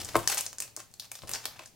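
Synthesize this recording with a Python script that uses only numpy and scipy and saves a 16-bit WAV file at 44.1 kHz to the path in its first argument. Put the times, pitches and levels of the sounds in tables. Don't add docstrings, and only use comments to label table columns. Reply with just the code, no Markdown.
import sys
import numpy as np
from scipy import signal
from scipy.fft import rfft, irfft
from scipy.io import wavfile

SR = 44100
rng = np.random.default_rng(int(sys.argv[2]) if len(sys.argv) > 2 else 0)


def to_wav(s):
    ch = np.atleast_2d(s).T
    pcm = np.round(np.clip(ch, -1, 1) * 32767)
    wavfile.write(sys.argv[1], SR, pcm.astype(np.int16))


N = 77175

SIZE = 2048
HZ = np.fft.rfftfreq(SIZE, 1 / SR)
FLEX_HZ, FLEX_OCT = 1296, 1.15


def amp(db):
    return 10 ** (np.asarray(db) / 20)


def unit(x):
    return x / np.sqrt(np.mean(x ** 2) + 1e-20)


def read(points, hz):
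    f, value = np.transpose(points)
    return np.interp(np.log(hz + 1), np.log(f + 1), value)


def add(mix, s, sound):
    part = mix[max(round(s * SR), 0):][:len(sound)]
    part += sound[:len(part)]


def hump(hz, octaves):
    low_side = 0.91
    away = np.log2((HZ + 1) / hz) / octaves
    away = np.where(away < 0, away / low_side, away)
    return unit(np.exp(-(away / 2) ** 2))


def pulse(gain):
    log_gain = np.log(gain + gain.max() / 1000)
    full = np.r_[log_gain, log_gain[-2:0:-1]]
    spectrum = np.exp(np.conj(signal.hilbert(full)))
    return np.fft.ifft(spectrum).real[:SIZE // 2]


def even(burst):
    z = rfft(burst, 2 * len(burst))
    burst = irfft(z / (abs(z) + 1e-9) ** .75)[:len(burst)]
    return burst / np.linalg.norm(burst)


def click(drive, gain):
    window_s = .00277
    sound = signal.fftconvolve(drive, pulse(gain)[None], axes=1)
    energy = np.mean(gain ** 2) * window_s * SR
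    return sound / np.linalg.norm(sound.mean(0)) * np.sqrt(energy)


def diffuse(z, tone):
    # frequency in Hz, correlation from -1 to 1.
    likeness = [(50, -0.051), (300, 0.71), (1000, .8), (2500, 0.38), (5000, 0.72), (9000, -0.019),
                (14000, -0.067)]
    hz = np.fft.rfftfreq(z.shape[1], 1 / SR)
    a, b = rfft(z) * amp(read(tone, hz))
    same = np.clip(read(likeness, hz), -1, 1)
    right = same * a + np.sqrt(1 - same ** 2) * b
    return irfft(np.array([a, right]), z.shape[1])


def lean(db):
    return amp([[db], [-db]])


def snaps():
    # time in seconds, ring level in dB before trim, film pitch in Hz,
    # flexing level in dB before trim, tick level in dB before trim, panel note in Hz,
    # panel level in dB before trim, settling time constant in seconds.
    creases = [(0.048, -31.5, 7550, -58, -45, 3680, -59, 0.00075),
               (0.0554, -41, 6600, -68, -47, 4220, -61, 0.0018),
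               (0.089, -39.5, 4700, -38.5, -45.5, 2420, -60, 0.0048),
               (0.0921, -47, 7440, -46.5, -52, 2050, -50, 0.0018),
               (0.1663, -26.5, 9700, -30, -57, 1150, -42, 0.00082),
               (0.1916, -43, 6700, -38, -42.5, 1490, -41, 0.0042),
               (0.2298, -65, 7100, -47, -75, 1750, -58, 0.001),
               (0.2758, -17, 5670, -29, -29.5, 1730, -31.5, 0.00095),
               (0.2847, -56, 6640, -39, -33.5, 3030, -38, 0.0027),
               (0.2996, -33, 5940, -37, -31, 2670, -37.5, 0.0059),
               (0.3178, -33, 7300, -35.5, -31.5, 4100, -45, 0.0019),
               (0.3244, -35.5, 5400, -29, -39, 4160, -38, 0.0046),
               (0.346, -26.5, 9350, -52, -36, 4220, -63, 0.0011),
               (0.3724, -34, 7400, -34.5, -48, 4300, -55, 0.0022),
               (0.3794, -23, 7500, -37, -44, 3150, -48, 0.0019),
               (0.3892, -37, 8000, -44, -48, 2910, -41, 0.0012),
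               (0.4089, -24.5, 8300, -54.5, -37, 2830, -38.5, 0.0015),
               (0.4559, -50, 5800, -56, -46, 3960, -50, 0.0012),
               (0.4647, -29, 6300, -41, -47, 2540, -68, 0.00048),
               (0.53, -41.5, 6900, -43.5, -49.5, 4200, -61, 0.00047),
               (0.5848, -32, 7000, -47.5, -57, 1590, -49.5, 0.00043),
               (0.603, -25, 8100, -39, -34, 4300, -42, 0.0012),
               (0.6224, -32, 7160, -45, -42, 2660, -42, 0.0021),
               (0.6784, -52, 5200, -49, -66, 4300, -60, 0.0027),
               (0.7651, -32.5, 6560, -47.5, -42.5, 4290, -54, 0.00058),
               (0.8025, -41, 6450, -57, -51, 2680, -53.5, 0.0008),
               (0.9144, -60, 6600, -73, -69, 3860, -78.5, 0.0011),
               (0.9398, -47, 6700, -56, -54.5, 4320, -54, 0.0016),
               (0.998, -34, 4440, -50, -42, 4240, -44, 0.0021),
               (1.0053, -41, 4550, -62, -64, 4100, -60, 0.0012),
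               (1.1168, -37.5, 6940, -41, -40.5, 2380, -44.5, 0.0011),
               (1.1539, -41.5, 5800, -45.5, -48, 3700, -49, 0.0027),
               (1.1903, -48, 4530, -49.5, -65, 4140, -54, 0.0012),
               (1.2203, -48, 3920, -49, -57, 3730, -51, 0.00081),
               (1.2801, -45.5, 4950, -52, -63, 3530, -66, 0.002),
               (1.2933, -40.5, 7260, -38, -37, 2670, -46, 0.0018),
               (1.3147, -31.5, 9000, -39.5, -39, 3750, -48, 0.0019),
               (1.336, -26, 5640, -38, -42, 4000, -49, 0.0028),
               (1.347, -46, 5300, -38.5, -54, 1600, -42, 0.002),
               (1.35, -31, 5460, -55, -59, 4130, -53, 0.002),
               (1.4429, -50, 4500, -44, -62, 3810, -60, 0.0018),
               (1.4554, -31, 4400, -29.5, -34, 3400, -42, 0.0013),
               (1.462, -44.5, 5500, -57, -49, 4100, -64, 0.0036),
               (1.593, -52, 5030, -39.5, -70, 2490, -44.5, 0.0029),
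               (1.6591, -42.5, 6300, -59, -74, 1670, -57.5, 0.0019)]
    ring_trim_db, flex_trim_db, tick_trim_db, panel_trim_db = -1, -1.5, 3, -0.5
    ring_oct, panel_oct = 0.32, .08
    tick_hz, tick_oct, tick_slips = 11300, 0.22, 1.6
    lead_s, lead_share = 0.00036, 0.24
    slip_share = 0.65
    scatter_db = -10
    out, onset = np.zeros((2, N)), SIZE // 32 / SR
    t = np.arange(SIZE // 4) / SR - onset
    pop = 1. * (t == 0)
    for s, ring_db, hz, flex_db, tick_db, panel_hz, panel_db, settle in creases:
        ring = amp(ring_db + ring_trim_db) * hump(hz, ring_oct)
        flex = amp(flex_db + flex_trim_db) * hump(FLEX_HZ, FLEX_OCT)
        panel = amp(panel_db + panel_trim_db) * hump(panel_hz, panel_oct)
        film = np.sqrt(ring ** 2 + flex ** 2 + panel ** 2)
        tick = amp(tick_db + tick_trim_db) * hump(tick_hz, tick_oct)

        settling = np.exp(-abs(t) / settle) * (t > 1e-4)
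        slips, stray = rng.standard_normal((2, len(t))) * settling
        creak = rng.standard_normal(len(t)) * np.exp(-abs(t) / lead_s) * (t < 0)
        drive = np.sqrt(slip_share) * unit(slips) + np.sqrt(1 - slip_share) * unit(pop)
        drive = drive + np.sqrt(lead_share) * unit(creak)
        scatter = amp(scatter_db) * np.outer([1, -1], even(stray))
        pair = even(drive) + scatter

        sound = click(pair, film) + click(pop + tick_slips * pair, tick)
        for channel, part in zip(out, sound):
            add(channel, s - onset, part)
    return out


def grains(hz, octaves, per_s):
    size_db = 0.5 * np.minimum(rng.exponential(1, N), 4)
    size = amp(size_db) * rng.choice([-1, 1], N)
    clicks = size * (rng.random(N) < per_s / SR)
    return unit(signal.oaconvolve(clicks, pulse(hump(hz, octaves)))[:N])


def clumps():
    step_s = .004
    t, knots = np.arange(N) / SR, np.arange(0, N / SR + step_s, step_s)
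    level = np.interp(t, knots, rng.uniform(-1.5, 1.5, len(knots)))
    return unit(amp(5 * level))


def crackle(count=8):
    # start in seconds, length in seconds, fine crackle level in dB,
    # low flexing level in dB.
    flurries = [(0.0, 0.01, -37, -43.5), (0.008, 0.14, -53, -55.5), (.18, 0.18, -51.5, -54.5),
                (0.288, 0.048, -39.5, -40), (0.35, 0.028, -57, -48.5), (.372, 0.037, -36.5, -44),
                (0.439, 0.033, -51, -51), (0.61, 0.039, -53, -57), (0.787, 0.028, -54.5, -52.5),
                (1.018, 0.036, -56, -58.5), (1.13, 0.055, -53.5, -68), (1.218, 0.035, -58.5, -61),
                (1.272, 0.065, -48.5, -52.5), (1.34, 0.02, -43, -41.5), (1.384, 0.075, -55, -56.5),
                (1.481, 0.094, -76, -58.5), (1.582, 0.055, -60.5, -57), (1.648, 0.027, -58.5, -70.5)]
    rise_s, fall_s = 0.0018, 0.0056
    grains_per_s, grain_hz, grain_oct = 2200, 6300, 0.54
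    t, high, low = np.arange(N) / SR, np.zeros(N), np.zeros(N)
    for s, length, db, flex_db in flurries:
        rise = np.clip((t - s) / rise_s, 0, 1)
        pull = rise * np.exp(-np.maximum(t - s - length, 0) / fall_s)
        high += amp(db) * pull
        low += amp(flex_db) * pull

    fine = np.zeros(N)
    for octave in 0.47 * np.linspace(-2, 2, count):
        weight = np.sqrt(np.exp(-abs(octave)))
        fine += weight * grains(grain_hz * 2 ** octave, grain_oct, grains_per_s / count)
    flexing = grains(FLEX_HZ, FLEX_OCT, grains_per_s)
    return clumps() * (high * unit(fine) + low * flexing)


def table_bumps():
    # time in seconds, relative level in dB, contact time in seconds.
    bumps = [(.143, -18, .008), (0.1524, 0, 0.0041), (.771, -30.5, 0.0027), (1.232, -31.5, 0.0022),
             (1.334, -39, 0.0032), (1.593, -31, 0.0047), (1.622, -41.5, 0.0044)]
    # frequency in Hz, relative level in dB, 60 dB decay in seconds.
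    modes = [(112.7, -8, 0.21), (260, -11.5, .1), (337.6, -1, 0.11), (439, -2, 0.06), (510, -11, 0.1),
             (622.3, 7, 0.036), (694, -17, 0.032), (944, 2, 0.043), (1059, -2.5, 0.1), (1181, 2.5, 0.028),
             (1293, -4, 0.067), (1490, -3, 0.032), (1621, -6.5, 0.046), (1898, -29, 0.11),
             (2116, -9.5, 0.039)]
    # frequency in Hz, relative density in dB.
    thud_tone = [(40, -51), (120, -33.5), (300, -66), (650, 13), (1100, -18), (2100, -3), (3000, -16),
                 (8000, -18)]
    ring_db, thud_db, smack_db = -18.5, -20.5, -9.5
    rise_cycles = 1.76
    smack_hz, smack_oct, smack_delay_s, smack_s = 3700, .35, 0.0025, .0015
    out, t = np.zeros(N), np.arange(SR // 3) / SR

    ring = np.zeros(len(t))
    for k, (hz, db, t60) in enumerate(modes):
        rise = 1 - np.exp(-(hz * t / rise_cycles) ** 2)
        decay = amp(db - 60 * t / t60)
        ring += (-1) ** k * decay * rise * np.sin(2 * np.pi * hz * t)
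    colour = pulse(amp(read(thud_tone, HZ)))
    colour = colour / np.linalg.norm(colour)
    smack_colour = pulse(hump(smack_hz, smack_oct))

    for s, db, contact in bumps:
        push = even(rng.standard_normal(len(t)) * t / contact * np.exp(-t / contact))
        push = push * np.sqrt(contact * SR)
        thud = signal.fftconvolve(push, colour)[:len(t)]
        add(out, s, amp(db) * (amp(ring_db) * ring + amp(thud_db) * thud))

        burst = even(rng.standard_normal(SIZE) * np.exp(-t[:SIZE] / smack_s))
        smack = signal.fftconvolve(burst, smack_colour)
        add(out, s + smack_delay_s, amp(db + smack_db) * smack)
    return out


def direct(x):
    # frequency in Hz, lead of the left in radians.
    phase_lead = [(100, -0.52), (2000, 0.19), (6000, -0.91), (10000, -1.1), (15000, -2.3)]
    half_turn = np.exp(.5j * read(phase_lead, np.fft.rfftfreq(N, 1 / SR)))
    return lean(1.1) * irfft(rfft(x) * np.array([half_turn, 1 / half_turn]), N)


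def room(x):
    # frequency in Hz, 60 dB decay time in seconds.
    decay = [(100, 0.12), (500, 0.19), (1500, 0.34), (5000, 0.27), (9000, 0.25), (16000, 0.29)]
    # frequency in Hz, gain in dB.
    reflection_tone = [(100, -6), (500, 4), (1500, -6.5), (5000, -2), (9000, -4), (15000, -2)]
    tail_db, early_db, early_s, gap_s = -1, -4.5, 0.0055, 0.0033
    t = np.arange(SR // 2) / SR
    hz, when, z = signal.stft(rng.standard_normal((2, len(t))), SR, nperseg=256)
    fading = z * amp(-60 * when / read(decay, hz)[:, None])
    tail = signal.istft(fading, SR, nperseg=256)[1][:, :len(t)]
    tail = tail * np.clip(t / gap_s - .5, 0, 1)

    arrivals = (rng.random(len(t)) < 2000 / SR) * (t > .001)
    early = rng.standard_normal(tail.shape) * arrivals * np.exp(-t / early_s)
    both = amp(tail_db) * unit(tail) + amp(early_db) * unit(early)
    response = diffuse(both, reflection_tone) / np.sqrt(len(t))
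    return lean(.5) * signal.fftconvolve(x[None], response, axes=1)[:, :N]


def blended_room(x, count=3):
    turn = np.arange(N) / SR * 4.96
    out = np.zeros((2, N))
    for k in range(count):
        away = abs((turn - k + count / 2) % count - count / 2)
        out += room(x * np.cos(np.pi / 2 * np.minimum(away, 1)))
    return out


def background():
    # frequency in Hz, relative density in dB.
    air_tone = [(20, -8), (55, -21), (110, -12), (170, -2), (400, -18), (1000, -21), (2500, -16),
                (8000, -17), (16000, -20)]
    # time in seconds, level in dB before the lean to the left.
    rumble_level = [(0, -46), (.115, -55), (.155, -47.5), (.172, -34), (.2, -43.5), (.3, -57), (.42, -62),
                    (1.21, -70.5), (1.24, -48), (1.28, -54.5), (1.335, -51), (1.4, -61.5), (1.75, -65)]
    # frequency in Hz, relative density in dB.
    rumble_tone = [(20, -12), (55, -9), (85, -3.5), (125, -3), (165, -11), (400, -15.5), (900, -20),
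                   (3000, -79.5)]
    t = np.arange(N) / SR
    air = amp(-64) * unit(diffuse(rng.standard_normal((2, N)), air_tone))
    rumble = unit(diffuse(rng.standard_normal((2, N)), rumble_tone))
    rumble = amp(np.interp(t, *np.transpose(rumble_level))) * rumble
    wander = 0.027 * np.cumsum(rng.standard_normal(N))
    hum = amp(-71.5) * unit(np.sin(2 * np.pi * 111 * t + wander))
    return air + lean(2.95) * (rumble + hum)


def scene():
    film, wood = snaps() + crackle(), table_bumps()
    into_room = film.mean(0) + amp(-7) * wood
    return direct(film + wood) + blended_room(into_room) + background()


def record(dry):
    edge_hz = 16200
    low_pass = signal.firwin(401, edge_hz, window=("kaiser", 8), fs=SR)
    return signal.oaconvolve(dry, low_pass[None], "same")


dry = scene()
out = record(dry)
to_wav(out)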